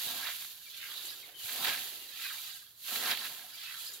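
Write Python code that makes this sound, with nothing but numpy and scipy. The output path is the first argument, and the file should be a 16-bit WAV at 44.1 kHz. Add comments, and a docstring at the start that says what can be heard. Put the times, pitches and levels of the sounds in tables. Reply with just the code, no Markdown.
"""A scythe mows tall grass a few metres away: three cuts, each followed by a lighter drag over the stubble.
Breaking stalks and friction excite the resonances of the steel blade, whose rasp rises through the cut
and falls on the way back. Dry grass rustles throughout, and green stems squeak by stick-slip motion.
The mower shifts his feet and turns the shaft with soft knocks; a bird whistles faintly on the left."""
import sys
import numpy as np
from scipy import signal
from scipy.fft import rfft, irfft, next_fast_len
from scipy.io import wavfile
from scipy.ndimage import uniform_filter1d, map_coordinates

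SR = 44100
rng = np.random.default_rng(int(sys.argv[2]) if len(sys.argv) > 2 else 0)


def to_wav(sig):
    """Store sig (one row per channel, or 1-D mono) as 16-bit WAV at the path in sys.argv[1].

    Samples outside -1..1 are clipped; the rate is SR.
    """
    pcm = np.clip(np.atleast_2d(sig), -1, 1) * 32767
    pcm = np.round(pcm).astype(np.int16)
    wavfile.write(sys.argv[1], SR, pcm.T)  # frames by channels


N = 176400

# Levels are relative; rise_s and fall_s span the 20 dB on either side of a peak.
# amount of grass in motion: time_s, level_db
RUSTLE_LEVELS = [(0.0, -41), (0.46, -47.5), (0.6, -55), (1.08, -47), (1.34, -60), (1.4, -50),
                 (1.472, -44.5), (1.495, -41.5), (1.59, -42), (1.66, -39.5), (2.12, -52.5), (2.23, -46),
                 (2.44, -47), (2.75, -63), (2.901, -40), (3.11, -40), (3.16, -47.5), (3.27, -45.5),
                 (3.48, -54), (3.85, -48.5), (3.91, -52), (4.0, -55)]
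# bite of the edge and push on the swath, one table a stroke: time_s, bite_db, push_db
CUT_STROKES = [
    [(0.0, -50, -57), (0.018, -45, -60), (0.094, -63, -49.5), (0.262, -38.5, -57), (0.27, -34.5, -58),
     (0.34, -46, -87), (0.42, -54.5, -70), (0.594, -67, -75)],
    [(1.465, -51, -78), (1.495, -45, -66), (1.622, -44.5, -44), (1.644, -48, -46.5), (1.686, -28.5, -41),
     (1.716, -37.5, -50), (1.886, -53.5, -63), (2.07, -64, -77)],
    [(2.825, -67.5, -95), (2.884, -41.5, -68), (2.922, -46, -48.5), (3.042, -38, -45.5),
     (3.12, -29.5, -43.5), (3.16, -52.5, -54.5), (3.268, -39.5, -53), (3.286, -50.5, -56), (3.5, -58, -65)],
]
# sliding contacts of the blade: peak_s, level_db, centre_hz, rise_s, fall_s
FORWARD_RASPS = [(0.27, -52.5, 2000, 0.25, 0.27), (1.68, -51, 1580, 0.23, 0.25),
                 (3.112, -36, 2100, 0.068, 0.096)]
DRAG_RASPS = [(0.82, -47.5, 2650, 0.2, 0.19), (2.25, -45, 2300, 0.15, 0.15), (3.675, -49, 2480, 0.17, 0.15)]  # its back drawn over the stubble
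LIFT_RASPS = [(0.98, -50, 3880, 0.17, 0.096), (1.102, -41.5, 4400, 0.044, 0.04),
              (3.875, -44.5, 4600, 0.03, 0.085)]  # stubble sliding off as it lifts
# heel thumps and shaft knocks: peak_s, pitch_hz, level_db, fall_s
HEEL_AND_SHAFT_KNOCKS = [(0.068, 130, -56, 0.02), (1.293, 712, -56, 0.012), (1.367, 410, -62, 0.0094),
                         (1.447, 105, -56.5, 0.019), (3.447, 780, -53.5, 0.011)]
# swells of friction noise: peak_s, level_db, rise_s, fall_s
STUBBLE_BRUSHES = [(0.1, -43, 0.079, 0.21), (1.0, -50, 0.56, 0.41), (1.67, -41.5, 0.13, 0.17),
                   (2.23, -47.5, 0.26, 0.43), (2.47, -50.5, 0.058, 0.19), (3.12, -49, 0.023, 0.076),
                   (3.19, -44, 0.059, 0.11), (3.63, -49, 0.18, 0.16), (3.85, -49.5, 0.24, 0.28)]
BOOT_SCUFFS = [(1.03, -62, 0.39, 0.29), (1.3, -64.5, 0.22, 0.15), (2.0, -60.5, 0.47, 0.22),
               (3.9, -65.5, 0.081, 0.53)]
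SEED_FLICKS = [(1.055, -45.5, .003, 0.018), (1.07, -52, .004, 0.038), (2.56, -55.5, 0.11, 0.078),
               (3.79, -51, 0.0097, 0.068), (3.865, -51, 0.03, 0.05), (3.937, -49.5, 0.0077, 0.06)]
# thick stalks breaking: peak_s, level_db, fall_s
STALK_SNAPS = [(0.272, -40, 0.021), (0.423, -43.5, .006), (0.448, -43.5, 0.0062), (1.291, -51.5, 0.014),
               (1.494, -38, 0.014), (1.648, -29, 0.022), (1.67, -31, 0.0036), (1.68, -34, .012),
               (1.872, -45, .003), (2.215, -47, 0.018), (2.266, -45, 0.0089), (2.959, -33, 0.014),
               (3.061, -41, 0.0044), (3.115, -33.5, 0.027), (3.135, -44, .012), (3.174, -36, 0.0095)]
# bird whistles: start_s, length_s, start_hz, end_hz, level_db
BIRD_NOTES = [(0.655, 0.04, 2380, 2320, -55), (1.224, 0.033, 2580, 1900, -55),
              (1.336, 0.052, 3160, 3010, -51.5), (1.38, .042, 3230, 2900, -50),
              (1.41, .04, 2880, 2980, -52), (1.987, 0.081, 2920, 2730, -55.5)]
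# green stems on the steel: peak_s, pitch_hz, level_db
STEM_SQUEAKS = [(1.725, 1640, -41), (2.26, 2490, -43), (3.685, 2570, -47.5), (3.77, 1342, -55.5),
                (3.81, 3300, -50), (3.94, 7030, -53.5)]
# resonances of the blade: frequency_hz, bandwidth_hz, gain_db
BLADE_MODES = [(241, 50, -6), (739, 60, -5), (903, 25, -7), (1061, 45, -9), (1325, 35, -4), (1630, 40, -1),
               (1783, 60, -9), (2011, 42, -7), (2342, 35, -4), (2681, 30, -3), (3242, 45, -4),
               (3800, 45, 0), (3990, 70, -2), (4517, 40, -5)]
# spectral envelopes of the sources: frequency_hz, gain_db
AIR_SPECTRUM = [(25, -21), (70, 2), (130, 3.5), (250, -6), (600, -9), (1500, -5), (4000, -20), (15000, -4)]
LEAF_SPECTRUM = [(300, -21), (1000, -22), (2200, -13), (3200, -3), (4400, 3.5), (5400, -5), (7200, -5.5),
                 (8700, -11.5), (10500, -0.5), (12400, 2), (14000, -1), (16000, -4.5)]
STEM_SPECTRUM = [(1000, -25), (2200, -15.5), (2750, -6.5), (4000, -7.5), (5200, -16)]
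EDGE_SPECTRUM = [(200, -42), (600, -8.5), (1000, -2.5), (1600, 4), (2600, -1.5), (4400, 0), (5500, -9),
                 (9000, -22), (15000, -53)]
SWATH_SPECTRUM = [(30, -60), (120, -6), (230, -2), (430, 0.5), (750, 1.5), (1100, 0.5), (2000, -3),
                  (5000, -59)]
STUBBLE_SPECTRUM = [(400, -21), (1100, -9.5), (1600, 0), (2200, -6), (3000, 1.5), (3800, 3.5), (4700, 2.5),
                    (5500, -6), (7200, -11.5), (9000, -15), (15000, -16)]
# likeness of left and right: frequency_hz, correlation
STEREO_CORRELATION = [(50, -0.2), (130, 0.75), (700, 0.8), (1500, 0.72), (2500, 0.27), (4000, .5),
                      (7000, -0.04), (12000, 0)]
# stereo balance: frequency_hz, left_minus_right_db
STEREO_BALANCE = [(100, -3), (1200, -2), (2000, -2), (2700, -4), (3500, -11), (4300, -6), (5400, 0),
                  (7000, 10.5), (9000, -1), (12000, -9), (15500, 0.5)]


def amp(db):
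    """Amplitude ratio of a level in decibels."""
    return 10 ** (np.asarray(db) / 20)


def unit(x):
    """Normalisation to rms 1."""
    return x / np.sqrt(np.mean(x ** 2) + 1e-20)


def along(points, hz):
    """Interpolation of (frequency_hz, value) points on a logarithmic frequency axis."""
    frequencies, values = np.transpose(points)
    return np.interp(np.log(hz + 1), np.log(frequencies + 1), values)


def clock():
    """Sample times in seconds."""
    return np.arange(N) / SR


def wobble(knots_per_s):
    """Random modulation: a smooth curve through Gaussian values."""
    return map_coordinates(rng.standard_normal(4096), [clock() * knots_per_s], mode="wrap")


def patches(shape, bins, frames):
    """Random spectral modulation: a field of rms 1, smoothed over frequency and time."""
    return unit(uniform_filter1d(uniform_filter1d(rng.standard_normal(shape), bins, 0), frames, 1))


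def swell(peak_s, rise_s, fall_s):
    """Amplitude envelope, 20 dB down at rise_s before its peak and fall_s after."""
    t = clock() - peak_s
    return amp(-20 * np.abs(t / np.where(t < 0, rise_s, fall_s)) ** 1.6)


def swells(events):
    """Superposition of envelopes, each at its own level."""
    return sum(amp(db) * swell(peak_s, rise_s, fall_s) for peak_s, db, rise_s, fall_s in events)


def filtered(x, response):
    """Linear filtering: the spectrum is multiplied by a frequency response."""
    size = next_fast_len(N + SR // 4)
    return irfft(rfft(x, size) * response(np.fft.rfftfreq(size, 1 / SR)), size)[..., :N]


def crackle(per_s, spread_db, rub):
    """Shot noise: two trains of random fibre breaks over a smooth rubbing noise."""
    breaks = (rng.random((2, N)) < per_s / SR) * rng.choice([-1, 1], (2, N))
    sizes = amp(spread_db * np.minimum(rng.exponential(size=(2, N)), 4))
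    return unit(breaks * sizes) + rub * rng.standard_normal((2, N))


def blade(direct):
    """Modal response of the steel: damped resonators in parallel with a direct path."""
    return lambda hz: direct + sum(amp(db) * 1j * hz * width / (mode_hz ** 2 - hz ** 2 + 1j * hz * width)
                                   for mode_hz, width, db in BLADE_MODES)


def voiced(pair, spectrum, body=np.ones_like):
    """Source-filter model: two excitations are coloured, then mixed as mid (rms 1) and side."""
    def response(hz):
        angle = np.arccos(np.clip(along(STEREO_CORRELATION, hz), -1, 1)) / 2
        return amp(along(spectrum, hz)) * body(hz) * np.array([np.ones_like(hz), np.tan(angle)])
    mid, side = filtered(pair, response)
    return np.array([mid + side, mid - side]) / np.std(mid)


def outdoor_air():
    """Stationary broadband noise: the faint background of still air."""
    return amp(-66) * voiced(rng.standard_normal((2, N)), AIR_SPECTRUM)


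def rustle():
    """Dry friction: leaves rub together, and with more movement the stiffer stems join in."""
    stem_onset_db = -52.5
    level_db = np.interp(clock(), *np.transpose(RUSTLE_LEVELS)) + 0.97 * wobble(45)
    leaves = voiced(crackle(per_s=5000, spread_db=2.5, rub=0.68), LEAF_SPECTRUM)
    stems = voiced(crackle(per_s=2500, spread_db=2.5, rub=0.35), STEM_SPECTRUM, blade(direct=2.7))
    stem_gain = amp(-2) / (1 + amp(stem_onset_db - level_db) ** 2)
    return amp(level_db) * (leaves + stem_gain * stems)


def cuts():
    """Shear fracture: the edge severs clumps of stalks, ringing the blade, and pushes the swath aside."""
    fade_db_per_s = 132
    t, bite, push = clock(), np.zeros(N), np.zeros(N)
    for stroke in CUT_STROKES:
        times, bite_db, push_db = np.transpose(stroke)
        outside_s = np.abs(t - np.clip(t, times[0], times[-1]))
        bite += amp(np.interp(t, times, bite_db) - fade_db_per_s * outside_s)
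        push += amp(np.interp(t, times, push_db) - fade_db_per_s * outside_s)
    stalks = crackle(per_s=1500, spread_db=2.5, rub=0.45) * amp(2 * wobble(160))
    edge = voiced(stalks, EDGE_SPECTRUM, blade(direct=0.63))
    swath = voiced(crackle(per_s=900, spread_db=0.5, rub=0.9), SWATH_SPECTRUM, blade(direct=0.34))
    return bite * (amp(-5.5) * edge + amp(-7) * splits()) + amp(-2) * push * swath


def splits(per_s=260, centre_hz=2870, range_oct=1.8, spread_db=12, ring_cycles=22):
    """Damped oscillation: single stalks part with tiny pitched cracks, placed by phase; rms 1."""
    when, size, pitch, place = rng.random((4, int(per_s * N / SR)))
    pitch_hz = centre_hz * 2 ** (range_oct * (pitch - 0.5))
    age = np.arange(256)
    cycles = pitch_hz[:, None] * age / SR
    envelopes = amp(spread_db * size ** 2)[:, None] * amp(-60 * cycles / ring_cycles)
    samples = ((when * N).astype(int)[:, None] + age).ravel()
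    phase_lag = np.pi * (place[:, None] - 0.5)
    pair = []
    for side in (0.5, -0.5):
        cracks = envelopes * np.sin(2 * np.pi * cycles + side * phase_lag)
        pair.append(np.bincount(samples, cracks.ravel(), N)[:N])
    return unit(filtered(np.array(pair), lambda hz: hz ** 2 / (hz ** 2 + (centre_hz / 2) ** 2)))


def rasp(passes, glide_oct_per_s, width_oct, rough_db, squeak_db, direct):
    """Sliding friction: a band of scraping noise glides as the contact travels along the blade."""
    grit = crackle(per_s=2500, spread_db=5, rub=0.46) * amp(rough_db * wobble(200))
    scrape = voiced(grit, [(200, 12), (6000, -9)], blade(direct))
    hz, t, spectra = signal.stft(scrape, SR, nperseg=512)
    spectra = spectra * amp(squeak_db * patches(spectra.shape[1:], bins=2, frames=6))  # stems squeak
    out = np.zeros((2, N))
    for peak_s, db, centre_hz, rise_s, fall_s in passes:
        centre_oct = np.log2(centre_hz) + np.clip(glide_oct_per_s * (t - peak_s), -1.6, 0.8)
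        band = np.exp(-0.5 * ((np.log2(hz + 1)[:, None] - centre_oct) / width_oct) ** 2)
        gliding = signal.istft(spectra * band, nperseg=512)[1][:, :N]
        out += amp(db) * swell(peak_s, rise_s, fall_s) * unit(gliding)
    return out


def knocks(rise_s=0.009):
    """Heavily damped vibration: heels thump and the turning shaft knocks, a few cycles each."""
    out = np.zeros(N)
    for peak_s, hz, db, fall_s in HEEL_AND_SHAFT_KNOCKS:
        phase = 2 * np.pi * np.cumsum(hz * (1 + 0.05 * wobble(150))) / SR
        out += amp(db) * swell(peak_s, rise_s, fall_s) * np.sin(phase)
    return out


def brushes():
    """Frictional excitation: stiff stubble sweeps over the flat of the blade."""
    stems = crackle(per_s=4000, spread_db=1, rub=0.6) * amp(0.76 * wobble(130))
    spectra = signal.stft(stems, nperseg=1024)[2]
    flicker = amp(6.2 * patches(spectra.shape[1:], bins=2, frames=2))
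    stems = signal.istft(spectra * flicker, nperseg=1024)[1][:, :N]
    return swells(STUBBLE_BRUSHES) * voiced(stems, STUBBLE_SPECTRUM, blade(direct=1))


def snaps():
    """Fracture: a thick stalk gives way in a burst of breaking fibres that rings the blade."""
    envelope = swells((peak_s, db, 0.45 * fall_s, fall_s) for peak_s, db, fall_s in STALK_SNAPS)
    spectrum = [(200, -32), (800, -4.5), (1600, 5), (4200, 6), (5800, -16), (15000, -0.5)]
    return envelope * voiced(rng.standard_normal((2, N)), spectrum, blade(direct=0.94))


def bird(reverb_s=0.75):
    """Gliding whistles from the left, blurred by reverberation among the trees."""
    song = np.zeros(N)
    for start_s, length_s, start_hz, end_hz, db in BIRD_NOTES:
        progress = np.clip((clock() - start_s) / length_s, 0, 1)
        pitch_hz = (start_hz + (end_hz - start_hz) * progress) * (1 + 0.016 * wobble(260))
        song += amp(db) * np.sin(np.pi * progress) * np.sin(2 * np.pi * np.cumsum(pitch_hz) / SR)
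    t = np.arange(SR // 2) / SR
    tail = rng.standard_normal((2, len(t))) * amp(-60 * t / reverb_s)
    echo = signal.fftconvolve(song[None], tail / np.linalg.norm(tail[0]), axes=1)[:, :N]
    return (song + amp(-7) * echo) * amp([[6], [-4]])


def steps():
    """Friction noise: a boot scuffs the matted grass."""
    spectrum = [(100, -36), (350, 8.5), (750, 3.5), (1300, -1.5), (3000, 6), (8000, -51)]
    return swells(BOOT_SCUFFS) * voiced(crackle(per_s=270, spread_db=2.5, rub=0.75), spectrum)


def flicks():
    """Light impacts: dry seed heads on the steel give a thin, bright scratch."""
    spectrum = [(2000, -23), (4500, -17), (5800, 3), (6900, 7.5), (9000, 8), (12000, 6.5), (15000, 0)]
    return swells(SEED_FLICKS) * voiced(crackle(per_s=2800, spread_db=-4.5, rub=0.95), spectrum)


def squeaks(half_length_s=0.042, waver=0.0208):
    """Stick-slip oscillation: a juicy stem on the blade sounds a brief, wavering tone."""
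    out = np.zeros((2, N))
    for peak_s, hz, db in STEM_SQUEAKS:
        phase = 2 * np.pi * np.cumsum(hz * (1 + waver * wobble(350))) / SR
        channel_phase = rng.normal(0, 0.53, (2, 1))
        envelope = amp(db + 3.4 * wobble(250)) * swell(peak_s, half_length_s, half_length_s)
        out += envelope * np.sin(phase + channel_phase)
    return out


def scene():
    """Superposition: mowing and air lie a little to the right, the bird to the left."""
    air = outdoor_air()
    forward = rasp(FORWARD_RASPS, glide_oct_per_s=11, width_oct=0.48,
                   rough_db=-1, squeak_db=-0.5, direct=0.24)
    back = rasp(DRAG_RASPS, glide_oct_per_s=-6.5, width_oct=0.52, rough_db=2, squeak_db=3, direct=0.8)
    lift = rasp(LIFT_RASPS, glide_oct_per_s=2.7, width_oct=0.14, rough_db=2, squeak_db=6, direct=1.5)
    mowing = rustle() + cuts() + forward + back + lift + brushes() + flicks() + squeaks() + snaps()
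    mower = steps() + knocks()
    balance = lambda hz: amp(along(STEREO_BALANCE, hz) * np.array([[0.5], [-0.5]]))
    return filtered(mowing + mower + air, balance) + bird()


def record(dry):
    """Band limiting: a second-order high-pass thins the bass; a sharp cutoff ends the treble."""
    low_cut_hz, top_hz = 48, 15800
    return filtered(dry, lambda hz: (hz < top_hz) * hz ** 2 / np.hypot(hz ** 2, low_cut_hz ** 2))


dry = scene()
out = record(dry)
to_wav(out)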